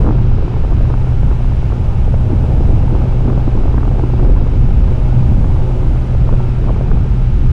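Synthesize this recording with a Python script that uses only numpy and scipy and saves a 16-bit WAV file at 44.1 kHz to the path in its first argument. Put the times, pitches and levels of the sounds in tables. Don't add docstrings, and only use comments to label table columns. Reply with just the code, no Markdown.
import sys
import numpy as np
from scipy import signal
from scipy.fft import rfft, irfft, next_fast_len
from scipy.io import wavfile
from scipy.ndimage import uniform_filter1d, minimum_filter1d

SR = 44100
rng = np.random.default_rng(int(sys.argv[2]) if len(sys.argv) > 2 else 0)


def put_to_file(sound):
    columns = np.atleast_2d(sound).T
    safe = np.clip(columns, -1, 1)
    whole_steps = np.round(safe * 32767)
    wavfile.write(sys.argv[1], SR, whole_steps.astype(np.int16))


N = 331632

# time_s, eddy_level_db, rumble_level_db (before the drive),
# raggedness (0-2, scales the bursts)
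AIR_STREAM = [(0.0, -18.5, -7, 0.86), (0.12, -22.5, -12, 1), (0.25, -30, -10.5, .8), (0.7, -29, -16, 0.65),
              (1.2, -29, -9, 0.71), (1.6, -30.5, -11, .7), (1.95, -35, -11.5, 0.72), (2.3, -27.5, -14, 1),
              (2.8, -23.5, -8.5, 0.81), (3.3, -26.5, -11.5, 0.91), (3.9, -25.5, -13.5, 0.9),
              (4.4, -23.5, -10, 0.89), (4.7, -31.5, -12, 0.55), (5.2, -32.5, -13.5, .4),
              (5.7, -26, -12, 0.49), (6.1, -28, -13.5, 0.76), (6.55, -29.5, -12, 0.87),
              (6.75, -27.5, -10.5, 1), (7.1, -30.5, -12, .6), (7.52, -40.5, -15, .6)]
# centre_s, half_length_s, rise_db
EDDY_GUSTS = [(0.083, 0.05, 1), (2.325, 0.041, 5), (2.935, 0.017, 3.5), (3.798, .06, -3), (6.34, 0.033, 5),
              (6.696, 0.019, 12.5), (6.922, 0.014, 8)]
# frequency_hz, relative_level_db (per Hz)
RUMBLE_SPECTRUM = [(6, -20.5), (9, -7), (20, -2), (35, -2), (60, -5.5), (100, -11), (160, -20), (300, -34),
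                   (600, -57)]
# frequency_hz, relative_level_db (per Hz)
EDDY_SPECTRUM = [(50, -10), (90, -9.5), (150, 0.5), (250, -1), (400, -6.5), (700, -15.5), (1100, -31),
                 (1600, -36), (2500, -73.5), (5000, -65)]
# peak_s, crack_peak_db, crack_pitch_hz, thump_db
STRONG_PUFFS = [(0.022, -23, 800, -24), (0.045, -22.5, 620, -21), (0.052, -24.5, 1010, -26),
                (0.066, -20, 1000, -22), (0.074, -20.0, 860, -20.0), (0.08, -23, 900, -24),
                (0.09, -14.5, 710, -10.5), (0.108, -17.5, 800, -13), (0.127, -21.5, 770, -13),
                (0.185, -23, 790, -33), (0.192, -28.5, 790, -25), (0.316, -20.5, 676, -27.0),
                (0.385, -22.5, 640, -21), (0.397, -28, 630, -31.0), (0.426, -26, 850, -17.0),
                (0.481, -21.5, 660, -22), (0.541, -27.0, 680, -36.0), (0.565, -25, 680, -32),
                (0.641, -29, 780, -25), (0.649, -18.5, 640, -28), (0.713, -29, 760, -28.0),
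                (0.722, -21, 730, -17), (0.731, -23.0, 830, -31), (0.783, -24, 680, -21),
                (0.81, -24, 750, -20), (0.854, -25, 830, -33), (0.902, -19, 730, -16),
                (0.91, -25, 814, -21), (0.93, -29, 950, -33), (0.941, -18, 840, -21),
                (0.978, -27.0, 760, -42), (1.072, -25, 680, -20), (1.123, -23.5, 710, -24.0),
                (1.233, -19, 640, -26), (1.308, -29, 1070, -32.0), (1.315, -23, 780, -16),
                (1.328, -27.0, 920, -36), (1.394, -23, 620, -28.0), (1.408, -29, 710, -21.0),
                (1.446, -26.0, 860, -30), (1.523, -26.0, 730, -36), (1.63, -22, 720, -22.0),
                (1.703, -26, 740, -24.0), (1.723, -20, 740, -33.0), (1.732, -27, 700, -19),
                (1.783, -25.5, 780, -18), (2.08, -24, 630, -18), (2.142, -18.5, 685, -16.5),
                (2.209, -23.0, 660, -30.0), (2.305, -24, 630, -12), (2.318, -25, 650, -25),
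                (2.328, -27, 616, -23.0), (2.335, -33, 724, -16), (2.425, -26, 670, -36),
                (2.52, -28, 620, -22), (2.583, -29, 660, -31.0), (2.608, -21, 694, -13.5),
                (2.733, -27, 630, -24.0), (2.775, -26, 660, -18), (2.836, -32, 750, -17),
                (2.881, -27, 860, -24), (2.927, -30, 620, -10.5), (2.936, -25, 660, -22.0),
                (2.952, -17, 694, -21.0), (3.018, -20, 810, -20), (3.052, -30, 620, -27.0),
                (3.125, -25, 760, -31.0), (3.208, -22, 740, -19), (3.251, -29, 710, -28),
                (3.283, -22, 740, -13), (3.301, -20, 820, -28), (3.331, -26.0, 1040, -17),
                (3.366, -24.0, 640, -25), (3.377, -16.5, 684, -12.5), (3.479, -18.0, 780, -8),
                (3.49, -23, 690, -29), (3.534, -24, 640, -28.0), (3.541, -27, 715, -29),
                (3.554, -25, 710, -14), (3.577, -20, 800, -33), (3.588, -28, 950, -19.0),
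                (3.637, -22, 850, -18), (3.649, -29, 630, -32), (3.657, -21, 640, -16.5),
                (3.681, -22, 770, -26.0), (3.744, -21.0, 710, -11), (3.781, -20.0, 1000, -9),
                (3.811, -28, 750, -21), (3.832, -19.5, 885, -27), (3.853, -22.0, 700, -23),
                (3.879, -18.5, 780, -13), (3.914, -19.5, 710, -36), (3.948, -29, 720, -18),
                (3.989, -23.0, 720, -17), (3.997, -17.5, 750, -27), (4.038, -19, 800, -9.5),
                (4.101, -23, 640, -21), (4.138, -19.5, 670, -18), (4.197, -20.5, 880, -25.0),
                (4.23, -21, 650, -13), (4.249, -24.5, 800, -20), (4.256, -27, 770, -31.0),
                (4.365, -25, 840, -27), (4.376, -27, 850, -24.0), (4.468, -24, 860, -18.0),
                (4.538, -22, 660, -25.0), (4.691, -23, 690, -26), (4.709, -23, 720, -26),
                (4.882, -25.0, 750, -34), (4.919, -26, 820, -16.5), (4.933, -31, 640, -31),
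                (5.058, -25, 680, -21), (5.077, -32, 800, -36), (5.097, -26.0, 640, -30),
                (5.128, -25, 650, -29), (5.228, -26, 780, -35), (5.316, -28, 720, -29.0),
                (5.323, -23.0, 620, -22), (5.413, -25.0, 640, -32), (5.445, -22, 750, -31.0),
                (5.469, -28, 774, -36), (5.506, -26.0, 680, -34), (5.567, -26, 860, -36),
                (5.712, -27, 690, -22.0), (5.959, -24, 660, -21), (6.133, -22, 640, -25.0),
                (6.15, -26, 720, -20), (6.292, -17.0, 790, -24), (6.327, -26, 950, -19),
                (6.34, -23.0, 840, -20), (6.397, -24, 900, -28), (6.404, -19.5, 740, -29),
                (6.449, -28, 930, -30), (6.642, -25, 970, -36), (6.676, -26, 660, -28),
                (6.686, -23, 880, -30.0), (6.694, -19, 770, -18), (6.707, -24, 700, -15.0),
                (6.763, -25, 840, -23), (6.811, -27, 1060, -12.5), (6.915, -22.5, 1100, -18),
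                (6.973, -26.0, 880, -25)]
HUM_ORDERS = [4, 8, 12, 14, 17, 20, 28, 40, 44, 58, 68, 70, 84]
# level_db, waver_db, follow (dB gained per dB of duct swell)
HUM_LEVELS = [(-18, 2, 0.5), (-42.5, 2.5, 0), (-39.5, 3.2, 0.65), (-49.5, 2, 0.5), (-48.5, 2.2, 3),
              (-49, 2.5, 3.5), (-55, 2, 2), (-53.5, 1.5, -0.5), (-56.5, 2, -3), (-66, 1.5, -1),
              (-72.5, 0.5, -3), (-66, 2, 0), (-70.5, -1.5, -0.5)]
# time_s, level_db
DUCT_SWELL = [(0, -38.5), (1.2, -38), (2.7, -35.5), (4.2, -38.5), (4.7, -37), (5.2, -35.5), (5.8, -36.5),
              (6.4, -39), (7.52, -38.5)]
# frequency_hz, relative_level_db (per Hz)
DUCT_SPECTRUM = [(240, -40.5), (400, -4), (470, -2.5), (665, -7.5), (800, -1), (930, -4), (1080, -10),
                 (1500, -17), (1950, -36.5), (3300, -120)]
# frequency_hz, relative_level_db (per Hz)
LOUVRE_SPECTRUM = [(880, -18.5), (1200, -2), (1550, -2.5), (1700, -5), (1990, -7.5), (2230, -4.5),
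                   (2420, -6), (2640, -5.5), (3600, -13), (3900, -12.5), (4320, -17.5), (4970, -16.5),
                   (7500, -30), (9750, -58.5), (16500, -120)]
# time_s, level_db
SHEEN_SWELL = [(0.0, -56.5), (0.15, -71), (0.67, -63), (2.55, -60), (4.25, -63.5), (5.45, -60), (7.27, -64),
               (7.52, -62)]
# frequency_hz, relative_level_db (per Hz)
SHEEN_SPECTRUM = [(3530, -24.5), (6000, -1), (8200, -4), (9900, -4.5), (11800, -12.5), (15300, -48),
                  (22000, -120)]

RUMBLE_DRIVE_DB, RUMBLE_SWAY_DB = 4.5, 3
PUFF_MS, THUMP_HZ, SMOOTH_HZ = 3.8, 350, 2000
CRACKLE_PER_S, CRACKLE_HZ = 95, 560
CRACKLE_UNDER_DB, CRACKLE_SPREAD_DB = 3.5, 5.5
SHAFT_HZ = 30.82
LOUVRES_DB = -43.5
WHISTLE_HZ, WHISTLE_DB = 5680, -78
TICK_HZ, TICK_DB = 127.6, -69
CEILING, FADE_S, TOP_HZ = 0.97, 0.004, 15700


def stream():
    t = np.arange(N) / SR
    eddy_db, rumble_db, ragged = curve(AIR_STREAM)
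    gust_db = sum(rise_db * np.exp(-((t - s) / half_s) ** 2) for s, half_s, rise_db in EDDY_GUSTS)
    eddy_db = eddy_db + gust_db
    rumble_db = rumble_db + RUMBLE_DRIVE_DB + RUMBLE_SWAY_DB * walk(9)
    rumble = undb(rumble_db) * colour(rng.standard_normal(N), RUMBLE_SPECTRUM)
    burst_db = np.clip(ragged, 0, 2) * (2.3 * walk(25) + 1.8 * walk(160))
    eddies = colour(undb(burst_db) * rng.standard_normal(N), EDDY_SPECTRUM)
    return rumble + undb(eddy_db) * eddies


def puffs():
    out = np.zeros(N + 2048)
    t = np.arange(-512, 512) / SR
    rows = list(STRONG_PUFFS) + crackle()
    noise = rng.standard_normal((len(rows), len(t)))
    smooth = signal.butter(4, SMOOTH_HZ, fs=SR, output="sos")
    swell = np.exp(-(1000 * t / np.where(t < 0, 0.55 * PUFF_MS, PUFF_MS)) ** 2)
    for (peak_s, crack_db, hz, thump_db), n in zip(rows, noise):
        swing = np.sin(2 * np.pi * (hz * t + n[0])) * np.exp(-(t * hz / 0.55) ** 2)
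        ragged = band(n * swell, 0.45 * hz, 1.34 * hz)
        crack = signal.sosfiltfilt(smooth, swing + 1.5 * ragged)
        power = uniform_filter1d(np.abs(signal.hilbert(crack)) ** 2, size=90)
        crack = np.roll(crack, 512 - power.argmax()) / np.sqrt(power.max())
        cycles = THUMP_HZ * undb(2.5 * n[1]) * t
        thump = np.sin(2 * np.pi * (cycles + n[2])) * np.exp(-(cycles / 1.02) ** 2)
        i = int(peak_s * SR)
        out[i:i + len(t)] += undb(crack_db) * crack + undb(thump_db) * thump
    return out[512:N + 512]


def crackle():
    chance = rng.random((int(CRACKLE_PER_S * N / SR), 4)).T
    peak_s = chance[0] * (N - 1) / SR
    eddy_db = curve(AIR_STREAM)[0][(peak_s * SR).astype(int)]
    crack_db = eddy_db - CRACKLE_UNDER_DB - CRACKLE_SPREAD_DB * chance[1]
    pitch_hz = CRACKLE_HZ * 2 ** (1.1 * chance[2] - 0.4)
    thump_db = crack_db + 4.5 - 9 * chance[3]
    return list(zip(peak_s, crack_db, pitch_hz, thump_db))


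def blower():
    turns = np.cumsum(SHAFT_HZ * (1 + 0.00153 * walk(2.494))) / SR
    phases = rng.random(len(HUM_LEVELS))
    duct_db = curve(DUCT_SWELL)[0]
    swell_db = duct_db - np.mean(duct_db)
    hum = np.zeros(N)
    for order, (level_db, waver_db, follow), phase in zip(HUM_ORDERS, HUM_LEVELS, phases):
        level = undb(level_db + waver_db * walk(8) + follow * swell_db)
        hum += np.sqrt(2) * level * np.sin(2 * np.pi * (order * turns + phase))
    return hum


def vents():
    duct_level = undb(curve(DUCT_SWELL)[0] + 0.67 * walk(7.3))
    ducts = duct_level * colour(rng.standard_normal(N), DUCT_SPECTRUM)
    louvre_level = undb(LOUVRES_DB + 0.36 * walk(7.4))
    louvres = louvre_level * colour(rng.standard_normal(N), LOUVRE_SPECTRUM)
    sheen_level = undb(curve(SHEEN_SWELL)[0] + 0.54 * walk(9))
    sheen = sheen_level * colour(rng.standard_normal(N), SHEEN_SPECTRUM)
    whistle = unit(band(rng.standard_normal(N), WHISTLE_HZ - 35, WHISTLE_HZ + 35))
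    return ducts + louvres + sheen + undb(WHISTLE_DB) * whistle


def ticks():
    phase = (TICK_HZ * np.arange(N) / SR) % 1
    spit = np.exp(-phase / 0.09) * rng.standard_normal(N)
    return undb(TICK_DB) * unit(band(band(spit, 4200, 9500), 3500, 10500))


def undb(db):
    return 10 ** (np.asarray(db) / 20)


def unit(x):
    return x / np.sqrt(np.mean(x ** 2))


def curve(table):
    s, *columns = np.transpose(table)
    return [np.interp(np.arange(N) / SR, s, c) for c in columns]


def colour(x, spectrum):
    size = next_fast_len(N)
    hz, db = np.transpose(spectrum)
    f = np.maximum(np.arange(size // 2 + 1) * SR / size, 1)
    gain = undb(np.interp(np.log(f), np.log(hz), db, left=-90, right=-120))
    return unit(irfft(rfft(x, size) * gain, size)[:N])


def walk(rate_hz):
    hold = int(SR / rate_hz)
    steps = np.repeat(rng.standard_normal(N // hold + 1), hold)
    return unit(uniform_filter1d(uniform_filter1d(steps, hold), hold)[:N])


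def band(x, lo_hz, hi_hz):
    return signal.sosfilt(signal.butter(2, [lo_hz, hi_hz], "bandpass", fs=SR, output="sos"), x)


def scene():
    return (stream() + puffs() + blower() + vents() + ticks())[None]


def record(dry):
    bass = signal.sosfiltfilt(signal.butter(2, 160, fs=SR, output="sos"), dry)
    held_peak = -minimum_filter1d(-np.abs(bass), size=700)
    bass_level = uniform_filter1d(held_peak, size=500) + 1e-9
    gain = np.minimum(1, (0.46 / bass_level) ** 0.57)
    out = dry - bass + gain * bass
    out = out / (1 + (out / CEILING) ** 6) ** (1 / 6)
    t = np.arange(N) / SR
    edge = np.clip(np.minimum(t, t[-1] - t) / FADE_S, 0, 1)
    out = out * np.sin(np.pi / 2 * edge) ** 2
    return signal.sosfiltfilt(signal.ellip(6, 0.1, 40, TOP_HZ, fs=SR, output="sos"), out)


dry = scene()
out = record(dry)
put_to_file(out)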